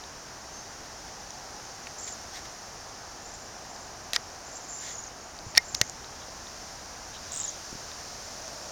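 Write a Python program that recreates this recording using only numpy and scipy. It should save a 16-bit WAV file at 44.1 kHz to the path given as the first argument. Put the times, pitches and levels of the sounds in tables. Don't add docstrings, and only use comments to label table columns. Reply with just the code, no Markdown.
import sys
import numpy as np
from scipy import signal
from scipy.fft import rfft, irfft, next_fast_len
from scipy.io import wavfile
from scipy.ndimage import map_coordinates

SR = 44100
rng = np.random.default_rng(int(sys.argv[2]) if len(sys.argv) > 2 else 0)


def transcribe(u):
    v = np.clip(np.atleast_2d(u).T, -1, 1)
    q = np.round(v * 32767).astype(np.int16)
    wavfile.write(sys.argv[1], SR, q)


N = 384111
T = np.arange(N) / SR

# (frequency [Hz], relative level [dB])
WIND_COLOUR = [(15, -9), (30, 0), (50, 2.5), (90, 0.5), (150, -6), (300, -20.5), (600, -45)]
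WASH_COLOUR = [(100, -7), (200, -4), (400, -4), (540, -3), (720, 0), (1000, -2.5), (1400, -5), (1750, -6.5),
               (2200, -13.5), (3200, -16), (5000, -42)]
HISS_COLOUR = [(1500, -6.5), (3200, -11), (4200, -5), (5000, 0), (5700, 3.5), (6600, 0), (7300, -5.5),
               (7900, -16), (8600, -12.5), (10000, -19), (11500, -22), (14000, -22.8), (16000, -26.3),
               (17200, -30.3)]
RUB_COLOUR = [(900, -22), (1600, -1), (2000, 6), (2600, -4.5), (3500, 2.5), (4300, 1), (6000, 2.5),
              (8500, -9), (11000, -22.5), (13500, -16), (17000, -30)]
RASP_COLOUR = [(1750, -22), (3500, 0), (4000, 1), (4300, -26)]
CRACK_COLOUR = [(300, -10), (2000, 1.5), (6500, 7.5), (8500, -5.5), (12000, -11), (17000, -24)]
LEVER_COLOUR = [(900, -8), (1500, -4), (1950, 3), (2700, -6), (4200, .5), (7200, -.5), (8500, -15),
                (16000, -28)]
# (time [s], level before trim [dB])
WIND_LEVEL = [(0.0, -57), (3.83, -58), (4.04, -56), (4.65, -59.5), (6.01, -55), (8.7, -57.5)]
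HISS_LEVEL = [(0.0, -50), (0.75, -49), (1.77, -48.5), (2.13, -47.5), (3.22, -50), (4.82, -49.5),
              (5.23, -51), (6.71, -47.5), (7.03, -48.5), (7.34, -46), (8.7, -45.5)]
# (time [s], centre [Hz], level [dB])
TYRE_ROAR = [(0, 730, -65), (1.3, 800, -52.5), (2.6, 760, -58.5), (3.5, 720, -53.5), (6.2, 730, -58),
             (7.6, 700, -59), (8.2, 660, -52.5), (8.7, 630, -48.5)]
# (start [s], end [s], first pitch [Hz], last pitch [Hz], level [dB])
WHISTLES = [(.52, 0.664, 6260, 6400, -49), (4.68, 4.888, 7250, 7020, -42), (4.91, 5.02, 6950, 6930, -39.5),
            (5.18, 5.3, 6600, 7000, -50)]
# (middle [s], length [s], level [dB])
FINGER_RUBS = [(1.085, 0.047, -52), (2.08, 0.032, -43), (2.365, 0.071, -41.5), (2.455, 0.024, -46),
               (4.87, .16, -43.5)]
# (time [s], snap pitch [Hz], snap t60 [s], snap gain [dB], case gain [dB], crack gain [dB])
CONTROL_CLICKS = [(1.306, 6000, 0.008, -27, -52, -48), (1.8705, 2540, .005, -26, -35.5, -58),
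                  (4.1337, 4860, 0.0018, -3.5, -28, -15.5), (4.1622, 4750, 0.0025, -2.5, -20.5, -18),
                  (4.1643, 1440, .006, -16.5, -31, -44), (5.3893, 4650, .006, -26.5, -52, -52),
                  (5.551, 5200, .005, -24, -28, -40), (5.5738, 4200, .006, -8, -13, -23),
                  (5.5777, 5470, 0.0062, 9.5, -4, -29), (5.7463, 6000, .005, -17, -54, -35),
                  (5.749, 5460, 0.0041, -12, -40, -23), (5.8142, 6030, 0.0036, 1.5, -17.5, -7.5),
                  (5.8971, 6800, .005, -20, -52, -41), (7.916, 3700, .005, -32, -40, -50),
                  (8.4795, 6000, .005, -23, -54, -42)]
# (frequency [Hz], relative level [dB], t60 [s])
CASE_MODES = [(883, -46, 0.005), (1230, -17, 0.004), (1904, -2.5, .028), (2117, -17.5, 0.072),
              (2340, -2.5, 0.012), (2940, -5.5, 0.0063), (3740, -5.5, 0.014), (4580, 0.5, 0.0098),
              (10430, -10, 0.0064)]
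# (first note [s], last note [s], spacing [s], starting pitch [Hz], sag [Hz],
# base level [dB], depth in the tree [0-1])
TRILLS = [(1.993, 2.142, 0.023, 7380, 150, -34, 0.1), (3.224, 3.476, 0.017, 7250, 100, -47, 0.98),
          (3.705, 3.868, .018, 7200, 0, -47, 1), (4.47, 4.678, 0.024, 7350, 350, -41, 1),
          (4.695, 4.931, .019, 7170, -2, -38, .8), (4.831, 5.063, 0.02, 7100, 296, -36.5, .45),
          (5.463, 5.55, 0.015, 7100, 100, -46, 1), (5.654, 5.904, .018, 7160, 350, -39, 0.97),
          (7.328, 7.508, .02, 8130, 1498, -26.5, 0.14), (8.247, 8.321, 0.016, 7550, 0, -48, 1)]
# (start [s], end [s], level [dB])
LEVER_SLIDES = [(4.138, 4.167, -33), (5.558, 5.584, -33)]
# (time [s], pitch [Hz], level [dB], t60 [s])
BODY_BUMPS = [(5.465, 107, -33, 0.096), (5.5785, 680, -27, 0.021), (5.74, 120, -34, 0.044),
              (5.8127, 114, -26.5, 0.058), (5.8142, 560, -14.5, 0.0068), (7.728, 240, -27.5, 0.014),
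              (7.753, 223, -29, 0.017)]
# (middle [s], length [s], level [dB])
RASPS = [(6.22, .06, -53), (7.157, 0.042, -44.5), (7.41, 0.32, -50)]


def from_db(db):
    return 10 ** (np.asarray(db) / 20)


def rms_one(x):
    return x / np.sqrt(np.mean(x ** 2) + 1e-20)


def in_time(rows):
    times, *columns = np.transpose(rows)
    return [np.interp(T, times, column) for column in columns]


def add(out, start_s, sound):
    at = int(round(start_s * SR))
    out[at:at + len(sound)] += sound[:max(N - at, 0)]


def drift(per_s, size=N):
    knots = rng.standard_normal(4096)
    return map_coordinates(knots, [np.arange(size) * per_s / SR], order=3, mode="wrap")


def noise(colour):
    hz, db = np.transpose(colour)
    size = next_fast_len(N)
    bins = np.fft.rfftfreq(size, 1 / SR) + 1
    skirts = np.minimum(bins / hz[0], 1) * np.minimum(hz[-1] / bins, 1)
    gain = from_db(np.interp(np.log(bins), np.log(hz), db)) * skirts ** 2
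    return rms_one(irfft(rfft(rng.standard_normal(size)) * gain, size)[:N])


def ring(hz, t60):
    t = T[:SR // 8]
    return np.sin(2 * np.pi * hz * t) * np.exp(-np.log(1000) * t / t60)


def swells(rows):
    out = np.zeros(N)
    for middle, length, db in rows:
        add(out, middle - length, from_db(db) * np.hanning(int(2 * length * SR)) ** 2)
    return out


def wind(trim_db=1.5, gust_db=.4):
    db, = in_time(WIND_LEVEL)
    return from_db(db + trim_db + gust_db * drift(23)) * noise(WIND_COLOUR)


def far_wash(db=-47, waver_db=.08):
    return from_db(db + waver_db * drift(6)) * noise(WASH_COLOUR)


def camera_hiss(trim_db=2.5):
    db, = in_time(HISS_LEVEL)
    return from_db(db + trim_db) * noise(HISS_COLOUR)


def traffic(width_hz=170):
    hz, db = in_time(TYRE_ROAR)
    phase = 2 * np.pi * np.cumsum(hz) / SR
    spread = [(1, 0), (width_hz * .3, 0), (width_hz * .6, -5), (width_hz * 1.5, -18)]
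    return from_db(db) * rms_one(noise(spread) * np.cos(phase) + noise(spread) * np.sin(phase))


def syrinx(hz, octave_db, knee_hz=7300, high_db=-4):
    phase = 2 * np.pi * np.cumsum(hz) / SR
    height = np.clip((hz - knee_hz) / 600, 0, 1)
    return from_db(high_db * height) * np.sin(phase) + from_db(octave_db) * np.sin(2 * phase)


def whistles(quiver=.011, flutter_db=3):
    out = np.zeros(N)
    for start, end, first_hz, last_hz, db in WHISTLES:
        size = int((end - start) * SR)
        hz = np.linspace(first_hz, last_hz, size) * (1 + quiver * drift(130, size))
        level = from_db(db + flutter_db * drift(91, size)) * signal.windows.tukey(size, .3)
        add(out, start, level * syrinx(hz, octave_db=-45))
    return out


def grip_ticks(slot_s=.9, low_hz=3450, high_hz=6400, t60=.0068):
    chance = rng.random((32, 3))
    rows = []
    for start, (when, pitch, force) in zip(np.arange(0, T[-1] - slot_s, slot_s), chance):
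        hz = low_hz + pitch * (high_hz - low_hz)
        snap_db = -34 + 4 * force
        case_db, crack_db = snap_db - 18, snap_db - 23
        rows.append((start + when * slot_s, hz, t60, snap_db, case_db, crack_db))
    return rows


def finger_rubs(grain_db=1.5):
    return swells(FINGER_RUBS) * noise(RUB_COLOUR) * from_db(grain_db * drift(260))


def clicks(crack_s=.0016):
    case = sum(from_db(db) * ring(hz, t60) * (-1) ** k for k, (hz, db, t60) in enumerate(CASE_MODES))
    grit = noise(CRACK_COLOUR)
    out, contact = np.zeros(N), np.zeros(N)
    for start, hz, t60, snap_db, case_db, crack_db in list(CONTROL_CLICKS) + grip_ticks():
        band = signal.butter(1, [hz / 2, hz * 1.6], "band", fs=SR, output="sos")
        snap = signal.sosfilt(band, ring(hz, t60))
        add(out, start, from_db(snap_db) * snap + from_db(case_db) * case)
        add(contact, start, from_db(crack_db) * np.exp(-T[:SR // 50] / crack_s))
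    return out + contact * grit


def trill_note(length_s, top_hz, foot_hz=5700, quiver=.012, rough_db=2, dip_db=6):
    u = np.linspace(-1, 1, int(length_s * SR))
    sweep = max(1 - foot_hz / top_hz, .12)
    hz = top_hz * (1 - sweep * np.abs(u) ** 3 + quiver * drift(280, len(u)))
    level = from_db(dip_db * (u ** 2 - .5) + rough_db * drift(250, len(u)))
    octave_db = -28 + .02 * min(top_hz - 8000, 0)
    return level * syrinx(hz, octave_db) * signal.windows.tukey(len(u), .25)


def trill(first_s, last_s, spacing_s, start_hz, sag_hz, db, depth,
          sag_from=.225, step_hz=235, sag_resisted=.39, loss_db_per_khz=11.5, fade_db=2.5):
    out = np.zeros(N)
    count = int(round((last_s - first_s) / spacing_s)) + 1
    length_s = .9 * spacing_s
    unevenness = depth * rng.standard_normal((32, 3)) * [122, 3.5, .0025]
    for k, u in enumerate(np.linspace(0, 1, count)):
        detune_hz, accent_db, late_s = unevenness[k]
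        sunk_hz = sag_hz * max(u - sag_from, 0) / (1 - sag_from)
        lift_hz = k % 2 * (step_hz + sag_resisted * sunk_hz)
        hz = start_hz - sunk_hz + lift_hz + detune_hz
        end_loss_db = fade_db * (2 * u - 1) ** 2
        level = from_db(db + accent_db - loss_db_per_khz * lift_hz / 1000 - end_loss_db)
        middle_s = first_s + k * spacing_s + late_s
        add(out, middle_s - length_s / 2, level * trill_note(length_s, hz))
    return out


def branches(call, echo_db, t60):
    t = T[:SR // 4]
    tail = rng.standard_normal(len(t)) * np.exp(-np.log(1000) * t / t60)
    scattered = signal.fftconvolve(call, tail / np.linalg.norm(tail))[:N]
    return (call + from_db(echo_db) * scattered) / np.hypot(1, from_db(echo_db))


def flock():
    near, far = np.zeros(N), whistles()
    for *call, depth in TRILLS:
        sound = trill(*call, depth)
        near += (1 - depth) * sound
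        far += depth * sound
    return branches(near, echo_db=-17, t60=.12) + branches(far, echo_db=-3, t60=.08)


def lever(grain_db=1):
    travel = np.zeros(N)
    for start, end, db in LEVER_SLIDES:
        add(travel, start, from_db(db) * signal.windows.tukey(int((end - start) * SR), .15))
    return travel * noise(LEVER_COLOUR) * from_db(grain_db * drift(300))


def bumps():
    out = np.zeros(N)
    for start, hz, db, t60 in BODY_BUMPS:
        add(out, start, from_db(db) * ring(hz, t60))
    return out


def rasps():
    return swells(RASPS) * noise(RASP_COLOUR)


def scene():
    events = flock() + finger_rubs() + rasps() + clicks() + bumps() + lever()
    ambience = traffic() + wind() + far_wash() + camera_hiss()
    return (events + ambience)[None]


def record(dry, notch_hz=7930, notch_q=26, cutoff_hz=17200):
    rounded = np.tanh(dry)
    notched = signal.lfilter(*signal.iirnotch(notch_hz, notch_q, fs=SR), rounded)
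    return signal.sosfilt(signal.ellip(10, .1, 80, cutoff_hz, fs=SR, output="sos"), notched)


dry = scene()
out = record(dry)
transcribe(out)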